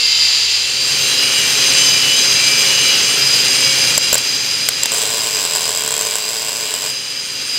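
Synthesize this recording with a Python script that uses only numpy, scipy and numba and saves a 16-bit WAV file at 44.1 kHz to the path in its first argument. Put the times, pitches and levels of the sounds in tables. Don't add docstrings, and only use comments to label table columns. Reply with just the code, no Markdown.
import sys
import numpy as np
from scipy import signal
from scipy.fft import rfft, irfft, next_fast_len
from scipy.io import wavfile
from scipy.ndimage import uniform_filter1d
from numba import njit

SR = 44100
rng = np.random.default_rng(int(sys.argv[2]) if len(sys.argv) > 2 else 0)


def digitize_waveform(pressure):
    field = np.atleast_2d(pressure).T
    bounded = np.clip(field, -1, 1)
    quanta = np.round(bounded * 32767).astype(np.int16)
    wavfile.write(sys.argv[1], SR, quanta)


N = 334278
T = np.arange(N) / SR

# t/s, pressure/dB, main ring's level over the pressure/dB
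FIRST_PRESSURE = [(0.0, -21, 7.5), (0.26, -19, 6.5), (0.46, -20, 3), (0.54, -20, 6), (0.7, -22.5, 2.5),
                  (0.9, -25, 10), (1.1, -22, 3)]
SECOND_PRESSURE = [(0.85, -17.5, -13), (1.15, -18.5, 1), (1.4, -18.5, -5), (1.78, -16.5, 1.5),
                   (2.1, -18, -0.5), (2.45, -17.5, 1.5), (3.05, -18, -1.5), (3.28, -18.5, 3.5),
                   (3.97, -18, 1), (4.01, -20, 0), (4.47, -23.5, 3.5), (4.95, -24.5, -0.5), (5.6, -27, 2.5),
                   (5.95, -28.5, -2), (6.4, -29.5, 4), (6.9, -28, 0), (7.22, -28.5, 1), (7.48, -27, 1.5)]
# t/s, the second's share of the power/0-1
CROSSFADE = [(.55, 0), (.8, .15), (1.0, .55), (1.25, 1)]
# f/Hz, level/dB
FIRST_GRIT = [(100, -24), (400, -18), (900, -14), (1700, -10), (2600, 1), (3600, 1), (4500, 4.5),
              (5700, -5.5), (7500, -19), (9400, -23), (12500, -36), (15500, -35)]
SECOND_GRIT = [(100, -37), (600, -12.5), (1100, -10), (1900, -4.5), (2500, -3), (3200, 0.5), (3650, -4),
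               (4500, -1), (5600, -2.5), (6900, -7), (8200, -14), (9700, -29), (12500, -22.5), (15500, -48)]
# f/Hz, width/Hz, level/dB
FIRST_DISC_MODES = [(2760, 11, -3), (3145, 14, -5), (3670, 69, -14), (4080, 24, -19), (4010, 27, -0.5),
                    (4875, 150, 0.5), (6350, 61, -6), (7150, 220, -7.5), (8600, 140, -16.5),
                    (10100, 150, -25), (11750, 150, -32), (13200, 230, -29), (14650, 150, -33)]
SECOND_DISC_MODES = [(2448, 50, -7.5), (2815, 48, -18), (4060, 19, -5.5), (4923, 86, 0), (6390, 60, -8),
                     (7450, 205, -10.5), (8873, 240, -14), (10340, 190, -20), (11800, 130, -24.5),
                     (13500, 300, -21.5), (14400, 34, -33), (14800, 130, -35)]
# f/Hz, level/dB
FIRST_NARROW_TONES = [(2713, -7), (3068, -7), (3962, -8.5), (4107, -8), (4689, -6.5), (4780, -27),
                      (4858, -9), (6250, -16.5), (7138, -18)]
SECOND_NARROW_TONES = [(2350, -15), (2540, -20), (2691, -13.5), (2789, -12.5), (2966, -15), (3262, -14),
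                       (3854, -14), (4000, -10), (4095, -19), (4790, -9), (4885, -15), (4921, -4),
                       (4948, -11.5), (6212, -14), (6282, -9), (7461, -12), (8839, -13)]
# multiple of the spindle rate, level/dB
HUM_HARMONICS = [(1, -7.5), (2, -11.5), (3, -8.5), (4, -4.5)]
# f/Hz, level/dB
RUMBLE_COLOUR = [(25, -39), (60, -13), (90, -6), (125, 2), (175, -2), (215, -3), (275, -0.5), (340, -3),
                 (420, 0), (520, -1), (620, -24), (1200, -21.5)]
# t/s, f/Hz, level/dB
FIRST_GEAR_GLIDE = [(0.0, 2106, -37), (0.25, 2087, -37), (0.6, 1990, -40), (1.0, 1980, -77)]
SECOND_GEAR_GLIDE = [(1.0, 2786, -50), (1.2, 2885, -27), (1.5, 2945, -24.5), (1.9, 3000, -26),
                     (2.4, 2935, -30), (2.95, 2930, -25), (3.4, 2892, -29), (3.9, 2780, -29.5),
                     (4.3, 2856, -53), (7.5, 2965, -42)]
# frequency ratio, level/dB
FIRST_GEAR_PARTIALS = [(0.22, -15), (1, 0.5)]
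SECOND_GEAR_PARTIALS = [(0.797, -6.5), (1, 0.5), (1.1, -11)]
# t/s, f/Hz, level/dB
DRONE_GLIDE = [(0, 92.5, -51), (.35, 92, -45.5), (.8, 90, -49), (1.3, 88.3, -66), (4, 88.4, -55),
               (7.5, 89.25, -75)]
# t/s, level/dB, spray decay/s
COLD_POPS = [(3.978, 12.5, .0024), (4.129, 7, 0.0034), (4.143, 7, 0.0027), (4.1533, 4, 0.0029),
             (4.18, 1, 0.0018), (4.6878, 12.5, .0014), (4.8334, 2, .0016), (4.8572, -2, 0.0028),
             (4.9462, -3, 0.0013)]
# f/Hz, level/dB
FRONT_COLOUR = [(25, -43), (110, -7), (180, -1.5), (320, -7), (420, 4), (650, 3), (790, 3), (1000, 4),
                (1270, -3.5), (1520, 1), (2000, 1), (3500, 3), (6000, 2.5), (9500, -1.5), (15000, -4.5)]
# low f/Hz, high f/Hz
MIC_BAND = [7185, 8195]
# delay/s, gain
STEEL_ECHOES = [(.0019, 0.29), (.0023, -0.16), (.00325, .2), (.0046, 0.055)]
# f/Hz, t60/s, level/dB
JOINT_RING = [(437, 0.086, -43.5), (600, 0.04, -58), (1475, 0.03, -40)]
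# t/s, short-circuit rate/Hz
ARC_PACE = [(4.92, 108), (5.13, 116), (5.3, 105), (5.519, 78.6), (5.7, 92), (5.93, 70), (6.05, 103),
            (6.35, 115), (6.905, 99)]
# t/s, level/dB
ARC_ACCENTS = [(4.9195, 4.5), (5.0176, 3), (5.0263, -1), (5.104, 0), (5.1451, -2), (5.5598, 4),
               (5.6923, 2.5), (5.7737, 2), (5.8775, 3), (5.9248, 0.5), (6.0105, 4), (6.0693, 2.5),
               (6.1554, 4.5), (6.253, -3), (6.7399, 3.5)]


def undb(db):
    return np.exp(np.asarray(db) * (np.log(10) / 20))


def unit(x):
    return x / np.sqrt(np.mean(x ** 2))


def curves(table):
    times, *columns = np.transpose(table)
    return [np.interp(T, times, column) for column in columns]


def wobble(rate_hz):
    hold = max(int(SR / rate_hz), 1)
    steps = rng.standard_normal(8192)[np.arange(N) // hold % 8192]
    return unit(uniform_filter1d(uniform_filter1d(steps, hold), hold))


def eq_gains(colour, size):
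    hz, db = np.transpose(colour)
    return undb(np.interp(np.log(np.fft.rfftfreq(size, 1 / SR) + 1), np.log(hz), db))


def tint(x, colour):
    size = next_fast_len(N)
    return unit(irfft(rfft(x, size) * eq_gains(colour, size), size)[:N])


def tone(hz, waver, fade_db):
    phase = 2 * np.pi * np.cumsum(hz * (1 + waver * wobble(25))) / SR
    return np.sqrt(2) * np.sin(phase) * undb(fade_db * wobble(14))


def disc_on_steel(pressure, grit_colour, disc_modes, narrow_tones,
                  rasp_db, disc_db, tones_db, overtone_db, waver, flutter_db, grain_db):
    pressure_db, main_db = curves(pressure)
    main_hz, main_width, _ = max(disc_modes, key=lambda mode: mode[2])
    registers = undb([pressure_db, pressure_db + main_db, pressure_db + overtone_db])

    def drive(hz):
        return registers[np.searchsorted([.92, 1.1], hz / main_hz)]

    disc = 0
    for hz, width, db in disc_modes:
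        scrape = rng.standard_normal(N) * undb(flutter_db * wobble(40))
        ring = unit(signal.lfilter(*signal.iirpeak(hz, hz / width, fs=SR), scrape))
        disc += drive(hz) * undb(db + disc_db) * np.sqrt(width / main_width) * ring
    tones = sum(drive(hz) * undb(db + tones_db) * tone(hz, waver, fade_db=3.5) for hz, db in narrow_tones)
    grit = tint(rng.standard_normal(N) * undb(grain_db * wobble(900)), grit_colour)
    chatter = undb(.5 * wobble(45))
    return chatter * (undb(pressure_db + rasp_db) * grit + disc + tones)


def grinding():
    share, = curves(CROSSFADE)
    first = disc_on_steel(FIRST_PRESSURE, FIRST_GRIT, FIRST_DISC_MODES, FIRST_NARROW_TONES,
                          rasp_db=2, disc_db=-4.5, tones_db=-3, overtone_db=3.5,
                          waver=.00298, flutter_db=0, grain_db=.5)
    second = disc_on_steel(SECOND_PRESSURE, SECOND_GRIT, SECOND_DISC_MODES, SECOND_NARROW_TONES,
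                           rasp_db=1, disc_db=-2.5, tones_db=-2, overtone_db=-.35,
                           waver=.003, flutter_db=1.5, grain_db=.97)
    return np.sqrt(1 - share) * first + np.sqrt(share) * second


def motor(spindle_hz=135.05, trim_db=-15.5, floor_db=-16, hum_db=-2, rumble_db=1):
    pressure_db, _ = curves(SECOND_PRESSURE)
    share, = curves(CROSSFADE)
    fade_in = np.sqrt(share + undb(floor_db) ** 2)
    hum = sum(undb(db) * tone(k * spindle_hz, waver=.0053, fade_db=2) for k, db in HUM_HARMONICS)
    rumble = tint(rng.standard_normal(N), RUMBLE_COLOUR)
    return fade_in * undb(pressure_db + trim_db) * (undb(hum_db) * hum + undb(rumble_db) * rumble)


def gear_whine(glide, partials, waver, fade_db):
    hz, level_db = curves(glide)
    return undb(level_db) * sum(undb(db) * tone(ratio * hz, waver, fade_db) for ratio, db in partials)


def drone():
    hz, level_db = curves(DRONE_GLIDE)
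    return undb(level_db) * tone(hz, waver=.0054, fade_db=1)


def shrill_tone(hz=6275, level_db=-25, start_s=1.25, end_s=3.05, ramp_s=.18):
    envelope = np.clip(np.minimum(T - start_s, end_s - T) / ramp_s, 0, 1)
    return undb(level_db) * envelope * tone(hz, waver=.005, fade_db=3)


def wire_pops(spray_db=-8, thump_db=5.5, thump_band_hz=(50, 520)):
    cracks, blasts = np.zeros((2, N))
    age = np.arange(1024) / SR
    for at, db, decay_s in COLD_POPS:
        start = int(at * SR)
        burst = undb(spray_db) * rng.standard_normal(len(age)) * np.exp(-age / decay_s)
        burst[0] = 1
        cracks[start:start + len(age)] += undb(db) * burst
        blasts[start] += undb(db)
    response = snap_response(mic_db=12, joint_db=-11, near_db=-34, near_t60=.02, hall_db=-54)
    thump = signal.sosfilt(signal.butter(1, thump_band_hz, "bandpass", fs=SR, output="sos"), blasts)
    return signal.fftconvolve(cracks, response)[:N] - undb(thump_db) * thump


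def snap_response(mic_db, joint_db, near_db, near_t60, hall_db, hall_t60=.5):
    size = 2048
    cepstrum = irfft(np.log(eq_gains(FRONT_COLOUR, size)))
    cepstrum[1:size // 2] *= 2
    cepstrum[size // 2 + 1:] = 0
    front = irfft(np.exp(rfft(cepstrum)))
    age = np.arange(SR // 2) / SR
    paths = signal.unit_impulse(len(age))
    mic_ring = signal.sosfilt(signal.butter(2, MIC_BAND, "bandpass", fs=SR, output="sos"), paths)
    for delay, gain in STEEL_ECHOES:
        paths[int(delay * SR)] += gain
    for db, t60 in ((near_db, near_t60), (hall_db, hall_t60)):
        paths += undb(db - 60 * age / t60) * rng.standard_normal(len(age))
    for hz, t60, db in JOINT_RING:
        paths += undb(db + joint_db - 60 * age / t60) * np.cos(2 * np.pi * hz * age)
    return -signal.fftconvolve(paths + undb(mic_db) * mic_ring, front)


def short_circuits(snap_db=-3, usual_wait_s=.0089, db_per_doubling=6.5, warming_db_per_s=-1.6,
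                   wait_scatter=.13, scatter_db=2):
    pulses = np.zeros(N)
    times, rates = np.transpose(ARC_PACE)
    accents, at = sorted(ARC_ACCENTS), times[0]
    for early, hard in rng.standard_normal((512, 2)):
        wait = np.exp(-wait_scatter * early) / np.interp(at, times, rates)
        if accents and accents[0][0] < at + 1.5 * wait:
            at, db = accents.pop(0)
        else:
            at += wait
            drop_db = db_per_doubling * np.log2(wait / usual_wait_s)
            warming_db = warming_db_per_s * (at - times[0])
            db = snap_db + drop_db + warming_db + scatter_db * hard
        if at > times[-1]:
            break
        pulses[int(at * SR)] = undb(db)
    return pulses


def spatter(pulses, sizzle_db=-31.5, linger_s=.0069, spread_db=3):
    envelope = signal.lfilter([1], [1, -np.exp(-1 / (linger_s * SR))], pulses)
    sizes = np.minimum(rng.exponential(size=N), 5)
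    sizzle = unit(rng.standard_normal(N) * undb(spread_db * sizes))
    return undb(sizzle_db) * envelope * sizzle


def welding_arc(gain_db=3):
    pulses = short_circuits()
    crackle = pulses + spatter(pulses)
    response = snap_response(mic_db=13.5, joint_db=3.5, near_db=-26, near_t60=.017, hall_db=-37)
    return undb(gain_db) * signal.fftconvolve(crackle, response)[:N]


def scene():
    grinder = grinding() + shrill_tone() + motor()
    grinder += gear_whine(FIRST_GEAR_GLIDE, FIRST_GEAR_PARTIALS, waver=.00394, fade_db=4)
    grinder += gear_whine(SECOND_GEAR_GLIDE, SECOND_GEAR_PARTIALS, waver=.007, fade_db=5.5)
    return (grinder + drone() + welding_arc() + wire_pops())[None]


@njit
def peak_follower(x, attack, release):
    envelope, level = np.empty(len(x)), 0.
    for i in range(len(x)):
        level = max(level + attack * (abs(x[i]) - level), level * release)
        envelope[i] = level
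    return envelope


def record(dry, attack_s=.00049, release_s=.071, threshold=.85, top_hz=15700):
    peak = peak_follower(dry[0], 1 - np.exp(-1 / (attack_s * SR)), np.exp(-1 / (release_s * SR)))
    ducked = dry / np.maximum(peak / threshold, 1)
    high_cut = signal.ellip(8, .2, 70, top_hz, fs=SR, output="sos")
    return signal.sosfilt(high_cut, np.clip(ducked, -1, 1))


dry = scene()
out = record(dry)
digitize_waveform(out)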